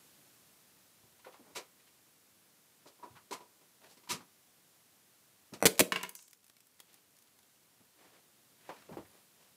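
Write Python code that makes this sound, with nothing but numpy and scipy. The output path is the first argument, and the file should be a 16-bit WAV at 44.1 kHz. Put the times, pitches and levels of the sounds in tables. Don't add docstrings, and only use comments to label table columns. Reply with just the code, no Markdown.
import sys
import numpy as np
from scipy import signal
from scipy.fft import rfft, irfft
from scipy.io import wavfile
from scipy.ndimage import uniform_filter1d

SR = 44100
rng = np.random.default_rng(int(sys.argv[2]) if len(sys.argv) > 2 else 0)


def master(y):
    cut = np.clip(np.atleast_2d(y).T, -1, 1)
    pcm = np.round(cut * 32767)
    wavfile.write(sys.argv[1], SR, pcm.astype(np.int16))


N = 421596

# (time [s], level [dB])
FLOOR_LEVEL = [(0, -64), (.4, -65.5), (1.1, -67), (2.5, -68), (5.5, -67.8), (6.3, -74), (6.9, -70),
               (7.9, -69), (8.6, -67.5), (9.56, -67.5)]
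# (frequency [Hz], density [dB per Hz])
HISS_SPECTRUM = [(180, -33.5), (300, -3.5), (1000, -3), (2100, -4.5), (6000, -5), (12000, -4.5),
                 (15600, -7), (16500, -30)]
RUMBLE_SPECTRUM = [(12, -54), (20, -22), (27, -31), (70, -21), (73, -2), (87, -3), (187, -1), (293, -3.5),
                   (438, -7), (800, -15), (1040, -38), (1760, -120)]
# (time [s], thud [dB], thud frequency [Hz], hollow ring [dB], clatter [dB], nominal rise [s])
KNOCKS = [ (0.184, -70, 171, -90, -86, 0.0054), (1.031, -65, 130, -82, -81, 0.0069),
          (1.192, -67, 2280, -73, -78, .003), (1.244, -57.5, 1630, -63, -76, 0.0056),
          (1.255, -51.5, 520, -68, -70, 0.017), (1.323, -64, 2590, -76, -76, .004),
          (1.335, -57.5, 900, -75, -72, 0.0074), (1.389, -60, 280, -81, -86, 0.009),
          (1.549, -48, 470, -46.5, -42.5, 0.024), (1.795, -69, 2210, -87, -85, 0.0052),
          (1.862, -71, 2520, -87, -74, 0.017), (2.856, -57, 390, -61, -72, .006),
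          (2.862, -61.5, 4500, -84, -67, 0.019), (2.987, -69, 404, -63, -82, .01),
          (3.026, -53.5, 374, -45.5, -66, 0.015), (3.093, -62, 111, -74, -76, 0.03),
          (3.15, -57.5, 1170, -61, -71.5, 0.019), (3.309, -46.5, 320, -42, -48, 0.004),
          (3.322, -50.5, 750, -42, -44.5, 0.011), (3.401, -59.5, 400, -55.5, -65.5, 0.0091),
          (3.61, -66.5, 450, -75, -77, 0.0068), (3.969, -66.5, 298, -71, -64.5, 0.006),
          (4.035, -70, 300, -67, -66, 0.0026), (4.074, -64, 1300, -59, -66, 0.0011),
          (4.088, -44.5, 213, -42.5, -35, 0.032), (4.206, -59, 746, -63, -65, 0.0013),
          (5.523, -47.5, 200, -69, -76, 0.0049), (5.536, -51, 504, -72, -49, 0.0011),
          (7.795, -67, 218, -82.5, -77, 0.0092), (8.692, -40.5, 597, -47, -69, .001),
          (8.887, -50, 349, -69, -80, 0.0069), (8.905, -48.5, 182, -72, -85, .012),
          (8.9, -53.5, 74.6, -80, -90, 0.051), (8.924, -50.5, 650, -62, -69, 0.0018),
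          (8.970, -42.5, 395, -64, -80, 0.0013), (9.046, -65.5, 1620, -80, -78, .008)]
# (frequency [Hz], density [dB per Hz])
CLATTER_SPECTRUM = [(710, -28), (1200, -3.5), (1570, -10.5), (2270, -1), (3430, -4), (4040, 0),
                    (7910, -4.5), (14400, -15), (15500, -22), (16000, -44)]
# (frequency [Hz], relative level [dB], t60 [s])
HOLLOW_MODES = [(987, -2.5, 2), (1028, -8.5, 2), (957, -4.5, 2)]
# (start [s], length [s], low part [dB], bright part above it [dB], bright frequency [Hz])
RUSTLES = [(1.423, 0.16, -64.5, -25, 2400), (3.81, 0.1, -64, -0.5, 1750), (3.88, 0.083, -67, 3.5, 4500),
           (6.85, 0.18, -77.5, 6.5, 2710), (7.951, 0.21, -67, -1.5, 2110), (8.111, 0.11, -67.5, -3, 1790),
           (8.571, 0.39, -68, 3, 1850), (8.793, 0.13, -72, -8, 2510), (9.072, 0.19, -69.5, -4.5, 2600),
           (9.33, 0.22, -75, 1, 2900)]
# (time [s], spit [dB], push [dB], nominal push frequency [Hz], case ring [dB], burn t60 [s])
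STRIKES = [ (5.6049, -62, -44, 598, -60.5, .02), (5.615, -66, -60.5, 605, -56.5, .02),
           (5.6256, -35.5, -13, 547.4, -30.5, .012), (5.6362, -49.5, -21, 598.7, -40, .015),
           (5.645, -47.5, -25, 491.6, -40.5, .01), (5.655, -13, -8.5, 395.5, -38, .035),
           (5.6616, -18, -16.5, 650, -47, .05), (5.6656, -14.5, -14.5, 330, -43, .03),
           (5.755, -48.5, -62.5, 496, -65, .02), (5.778, -47.5, -62, 500, -70.5, .015),
           (5.785, -41, -61.5, 503.6, -62, .012), (5.794, -12.5, -17, 893, -46, .025),
           (5.803, -13, -11.5, 505.6, -43.5, .035), (5.8076, -16, -11.5, 270, -47.5, .012)]
# (frequency [Hz], density [dB per Hz])
SPIT_SPECTRUM = [(470, -34.5), (800, -10), (1550, -7), (2470, -1), (3220, -8.5), (4180, -1.5),
                 (5510, -12.5), (6910, -6.5), (11600, -7.5), (15000, -11), (16000, -30.5)]
# (frequency [Hz], relative level [dB], t60 [s])
CASE_MODES = [(1170, 5.5, 0.014), (1474, 3, 0.018), (2000, 2, 0.02), (2550, 0.5, 0.016), (4400, -8, 0.018),
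              (5900, 0.5, 0.021), (8160, -2, .025), (10300, -3.5, 0.029), (12500, -3, .018),
              (14500, -7.5, .02)]
# (frequency [Hz], relative level [dB], t60 [s])
BENCH_MODES = [(190, -0.5, .13), (255, -3, 0.085), (351, -6, 0.15), (400, -5.5, 0.13), (468.4, -5.5, 0.18),
               (617.6, -10, 0.13), (667, -6.5, 0.11)]
# (time [s], shell [dB], chip [dB], chip frequency [Hz])
PIECES = [ (5.921, -30.5, -35.5, 5500), (5.959, -33.5, -58, 6200), (6.011, -49.5, -58, 6900),
          (6.031, -69, -34.5, 7660), (6.0347, -41, -55, 8070), (6.047, -47.5, -61, 5700),
          (6.0926, -62, -38, 9700), (6.152, -65.5, -40, 9480), (6.19, -70, -53, 3900),
          (6.225, -80, -51, 8950)]
# (frequency [Hz], relative level [dB], t60 [s])
SHELL_MODES = [(1010, 14, 0.039), (1430, -13, .07), (1710, 11, 0.034), (2176, 7.5, 0.16),
               (2640, 6.5, 0.032), (2780, 12, 0.061), (2996, -3, .05), (3280, -10, .05)]
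# (time [s], level [dB], frequency [Hz])
TICKS = [(6.28, -52, 8200), (6.3095, -57, 11470), (6.331, -50, 4970), (6.443, -57, 7970),
         (6.465, -57, 13570), (6.48, -60, 9580), (6.498, -54, 1884), (6.5665, -56.5, 2230),
         (6.605, -56.5, 7680), (6.6693, -57, 14000), (6.7932, -58.5, 1930), (6.8016, -45, 3350),
         (6.9306, -58, 9730), (6.942, -53, 12900), (7.1667, -60, 6880), (7.1875, -57.5, 10130),
         (7.2231, -57, 12720), (7.3892, -57, 3530), (7.4303, -60.5, 3400)]
# (level [dB], t60 [s], fizz frequency [Hz], tone frequency [Hz], tone relative to fizz [dB])
SKITTER = (-60, 0.6, 7103, 5950, -4)
# (frequency [Hz], nominal width [Hz], relative level [dB])
WHINE_BANDS = [(4680, 55, -12), (7180, 220, -6), (8180, 76, -10), (10500, 170, 0), (13600, 85, -2)]
# (start [s], rise [s], level before chopping [dB], t60 [s])
WHINE_BURST = (-0.5, -1.5, -67, 1.)
# (frequency [Hz], t60 [s])
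ROOM_DECAY = [(100, 0.15), (260, 0.31), (700, 0.38), (1840, 0.22), (4850, 0.24), (12800, 0.24)]

RUMBLE_DB = -9
KNOCK_T60_S, DRAG = 0.18, 2.
SHARP_S, HOLLOW_T60_S = .004, .22
STROKE_IN, STROKE_OUT = 0.31, 0.53
CRACK_S, CRACK_DB = .00006, 8
RATTLE_T60_S, CHIP_T60_S, TICK_T60_S = 0.028, 0.019, 0.021
SKITTER_S, SKITTER_RISE_S = 6.158, .004
MAINS_HZ = 50
EDGE_HZ = 15650


def amp(db):
    return 10 ** (np.asarray(db) / 20)


def evened(x):
    return x / np.sqrt(np.mean(x ** 2) + 1e-20)


def read(points, hz):
    f, value = np.transpose(points)
    return np.interp(np.log(hz + 1), np.log(f + 1), value)


def add(mix, s, sound):
    part = mix[round(s * SR):][:len(sound)]
    part += sound[:len(part)]


def noise(spectrum, size):
    white = rfft(rng.standard_normal(size))
    hz = np.fft.rfftfreq(size, 1 / SR)
    return evened(irfft(white * amp(read(spectrum, hz)), size))


def wander(size, span):
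    return evened(uniform_filter1d(rng.standard_normal(size), span))


def band(hz, width, slope_db):
    half = width / 2
    return [(hz / 2 ** (half + 4), -4 * slope_db), (hz / 2 ** half, 0),
            (hz * 2 ** half, 0), (hz * 2 ** (half + 4), -4 * slope_db)]


def swell(t, rise, t60):
    rise = max(rise, 1e-4)
    growth = np.sin(np.pi / 2 * np.minimum(t / rise, 1))
    return growth * amp(-60 * np.maximum(t - rise, 0) / max(t60, 1e-3))


def ring(modes, t, detune):
    offsets = rng.uniform(-1, 1, (len(modes), 2))
    total = np.zeros(len(t))
    for (hz, db, t60), (pitch, phase) in zip(modes, offsets):
        sine = np.sin(2 * np.pi * hz * (1 + detune * pitch) * t + np.pi * phase)
        total += amp(db - 60 * t / t60) * sine
    return total


def push(t, hz, damping):
    return -np.sin(2 * np.pi * hz * t ** .97) * np.exp(-damping * hz * t)


def floor():
    level = amp(np.interp(np.arange(N) / SR, *np.transpose(FLOOR_LEVEL)))
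    return level * (noise(HISS_SPECTRUM, N) + amp(RUMBLE_DB) * noise(RUMBLE_SPECTRUM, N))


def knocks():
    out, t = np.zeros(N), np.arange(16384) / SR
    for s, thud_db, thud_hz, ring_db, clatter_db, rise in KNOCKS:
        t60 = KNOCK_T60_S + DRAG * min(rise, .015)

        blur = amp(-9) * noise(band(HOLLOW_MODES[0][0], .45, 26), len(t))
        body = (ring(HOLLOW_MODES, t, .01) + blur) * swell(t, 0.59 * rise, HOLLOW_T60_S)

        thud_width = 0.45 * (300 / thud_hz) ** 0.26
        thud_t60 = 1.1 * t60 * (300 / thud_hz) ** 0.29
        thud = noise(band(thud_hz, thud_width, 10.0), len(t)) * swell(t, 1.2 * rise, thud_t60)
        thud = thud + amp(9) * np.exp(-rise / SHARP_S) * push(t, thud_hz, 0.79)

        dull_db = 0.096 * min(clatter_db + 48.0, 0)
        colour = [(f, db + dull_db * np.log2(f / 2500)) for f, db in CLATTER_SPECTRUM]
        duller = [(f, db - 9.1 * np.log2(f / 2500)) for f, db in colour]
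        clatter = noise(colour, len(t)) * swell(t, rise, 0.67 * t60)
        lingering = amp(-7) * noise(duller, len(t)) * swell(t, rise, t60)
        uneven = amp(0.58 * wander(len(t), 120))
        clatter = (clatter + lingering) * uneven

        add(out, s, amp(ring_db) * body + amp(thud_db) * thud + amp(clatter_db) * clatter)
    return out


def rustles():
    out, size = np.zeros(N), 16384
    for s, length, low_db, bright_db, hz in RUSTLES:
        progress = np.arange(size) / SR / length
        stroke = np.interp(progress, [0, STROKE_IN, STROKE_OUT, 1], [0, 1, 1, 0])
        slips = amp(2. * wander(size, 300))
        low = noise(band(360, 2.1, 9.1), size)
        bright = amp(bright_db) * noise(band(hz, 0.37, 6.6), size)
        add(out, s, amp(low_db) * (low + bright) * slips * stroke)
    return out


def arc():
    out, t = np.zeros(N), np.arange(8192) / SR
    for s, spit_db, push_db, hz, case_db, t60 in STRIKES:
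        ragged = amp(6.0 * wander(len(t), 14))
        spit = evened(noise(SPIT_SPECTRUM, len(t)) * ragged) * swell(t, 0.00022, t60)
        crack = -amp(CRACK_DB) * (1 - t / CRACK_S) * np.exp(-t / CRACK_S)
        thump = amp(-18) * ring(BENCH_MODES, t, 0.049) * swell(t, .003, 3.)
        pressure = push(t, hz, 1.15) + thump
        case = ring(CASE_MODES, t, 0.0084)
        add(out, s, amp(spit_db) * (spit + crack) + amp(push_db) * pressure + amp(case_db) * case)
    return out


def room(x, bass_db):
    taps = np.zeros(SR // 2)
    at = np.arange(200, len(taps) - 16, 16)
    taps[at + rng.integers(0, 16, len(at))] = rng.choice([-1., 1.], len(at))
    hz, t, z = signal.stft(taps, SR, nperseg=256)
    decay_db = -60 * t / read(ROOM_DECAY, hz)[:, None]
    boom_db = read([(200, bass_db), (1000, 0.0016)], hz)[:, None]
    tail = signal.istft(z * amp(decay_db), SR, nperseg=256)[1]
    boomy = signal.istft(z * amp(boom_db + decay_db), SR, nperseg=256)[1]
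    return signal.fftconvolve(x, boomy / np.linalg.norm(tail))[:N]


def pieces():
    out, t = np.zeros(N), np.arange(8192) / SR
    for s, shell_db, chip_db, hz in PIECES:
        rattle_fade = swell(t, 0.0016, RATTLE_T60_S) + amp(-11.0) * swell(t, 0.0021, 0.22)
        rattle = noise(band(1980, 0.73, 9.3), len(t)) * rattle_fade
        clack = amp(-8.5) * ring(SHELL_MODES, t, 0.054) * swell(t, 0.00059, 0.19)
        thump = amp(-8.0) * ring(BENCH_MODES, t, 0.061) * swell(t, 0.0026, 3.)
        snap = noise(band(hz, 0.8, 6.7), len(t)) * swell(t, 0.00024, CHIP_T60_S)
        chip_ring = amp(-11.5) * noise(band(hz, .05, 50.), len(t)) * swell(t, 0.00093, 1.8 * CHIP_T60_S)
        add(out, s, amp(shell_db) * (clack + rattle + thump) + amp(chip_db) * (snap + chip_ring))
    return out


def embers():
    out, t = np.zeros(N), np.arange(2048) / SR
    for s, db, hz in TICKS:
        ping = amp(-9.5) * ring([(hz, 0, 1.6 * TICK_T60_S)], t, 0.0082)
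        tick = noise(band(hz, 0.4, 2.0), len(t)) * swell(t, 0.0005, TICK_T60_S)
        add(out, s, amp(db) * (tick + ping))
    for place, size, pitch in rng.random((60, 3)):
        s = 6.15 + 1.5 * place ** 2
        tick = noise(band(3000 * 4 ** pitch, 1.4, 4.5), len(t)) * swell(t, 0.000447, 0.012)
        add(out, s, amp(-68.5 + 4.5 * size) * tick)
    return out


def skitter():
    db, t60, hz, tone_hz, tone_db = SKITTER
    out, t = np.zeros(N), np.arange(8192) / SR
    uneven = amp(3. * wander(len(t), 400))
    fizz = noise(band(hz, 0.23, 26.0), len(t)) * uneven * swell(t, SKITTER_RISE_S, t60)
    tone = noise(band(tone_hz, .02, 200.), len(t)) * swell(t, SKITTER_RISE_S, 0.13)
    add(out, SKITTER_S, amp(db) * (fizz + amp(tone_db) * tone))
    return out


def whine():
    s, rise, db, t60 = WHINE_BURST
    t = np.arange(11025) / SR
    bands = sum(amp(d) * noise(band(hz, width / hz, 400.), len(t)) for hz, width, d in WHINE_BANDS)
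    fade = swell(t, rise, t60) * np.minimum((t[-1] - t) / .04, 1)
    chop = np.sin(2 * np.pi * MAINS_HZ * t) ** 2
    out = np.zeros(N)
    add(out, s, amp(db) * fade * evened(bands) * chop)
    return out


def cut_bass(x, order):
    return signal.sosfilt(signal.butter(order, 85, "high", fs=SR, output="sos"), x)


def scene():
    blast = cut_bass(arc(), 2)
    debris = pieces() + embers() + skitter()
    wet = room(amp(-16.5) * blast + amp(-10.5) * debris, bass_db=1.5)
    return (floor() + knocks() + rustles() + blast + debris + wet + whine())[None]


def record(dry):
    rounded = 0.93 * np.tanh(cut_bass(dry, 3) / 0.87)
    lowpass = signal.firwin(511, EDGE_HZ, window=("kaiser", 9), fs=SR)
    return signal.oaconvolve(rounded, lowpass[None], "same")


dry = scene()
out = record(dry)
master(out)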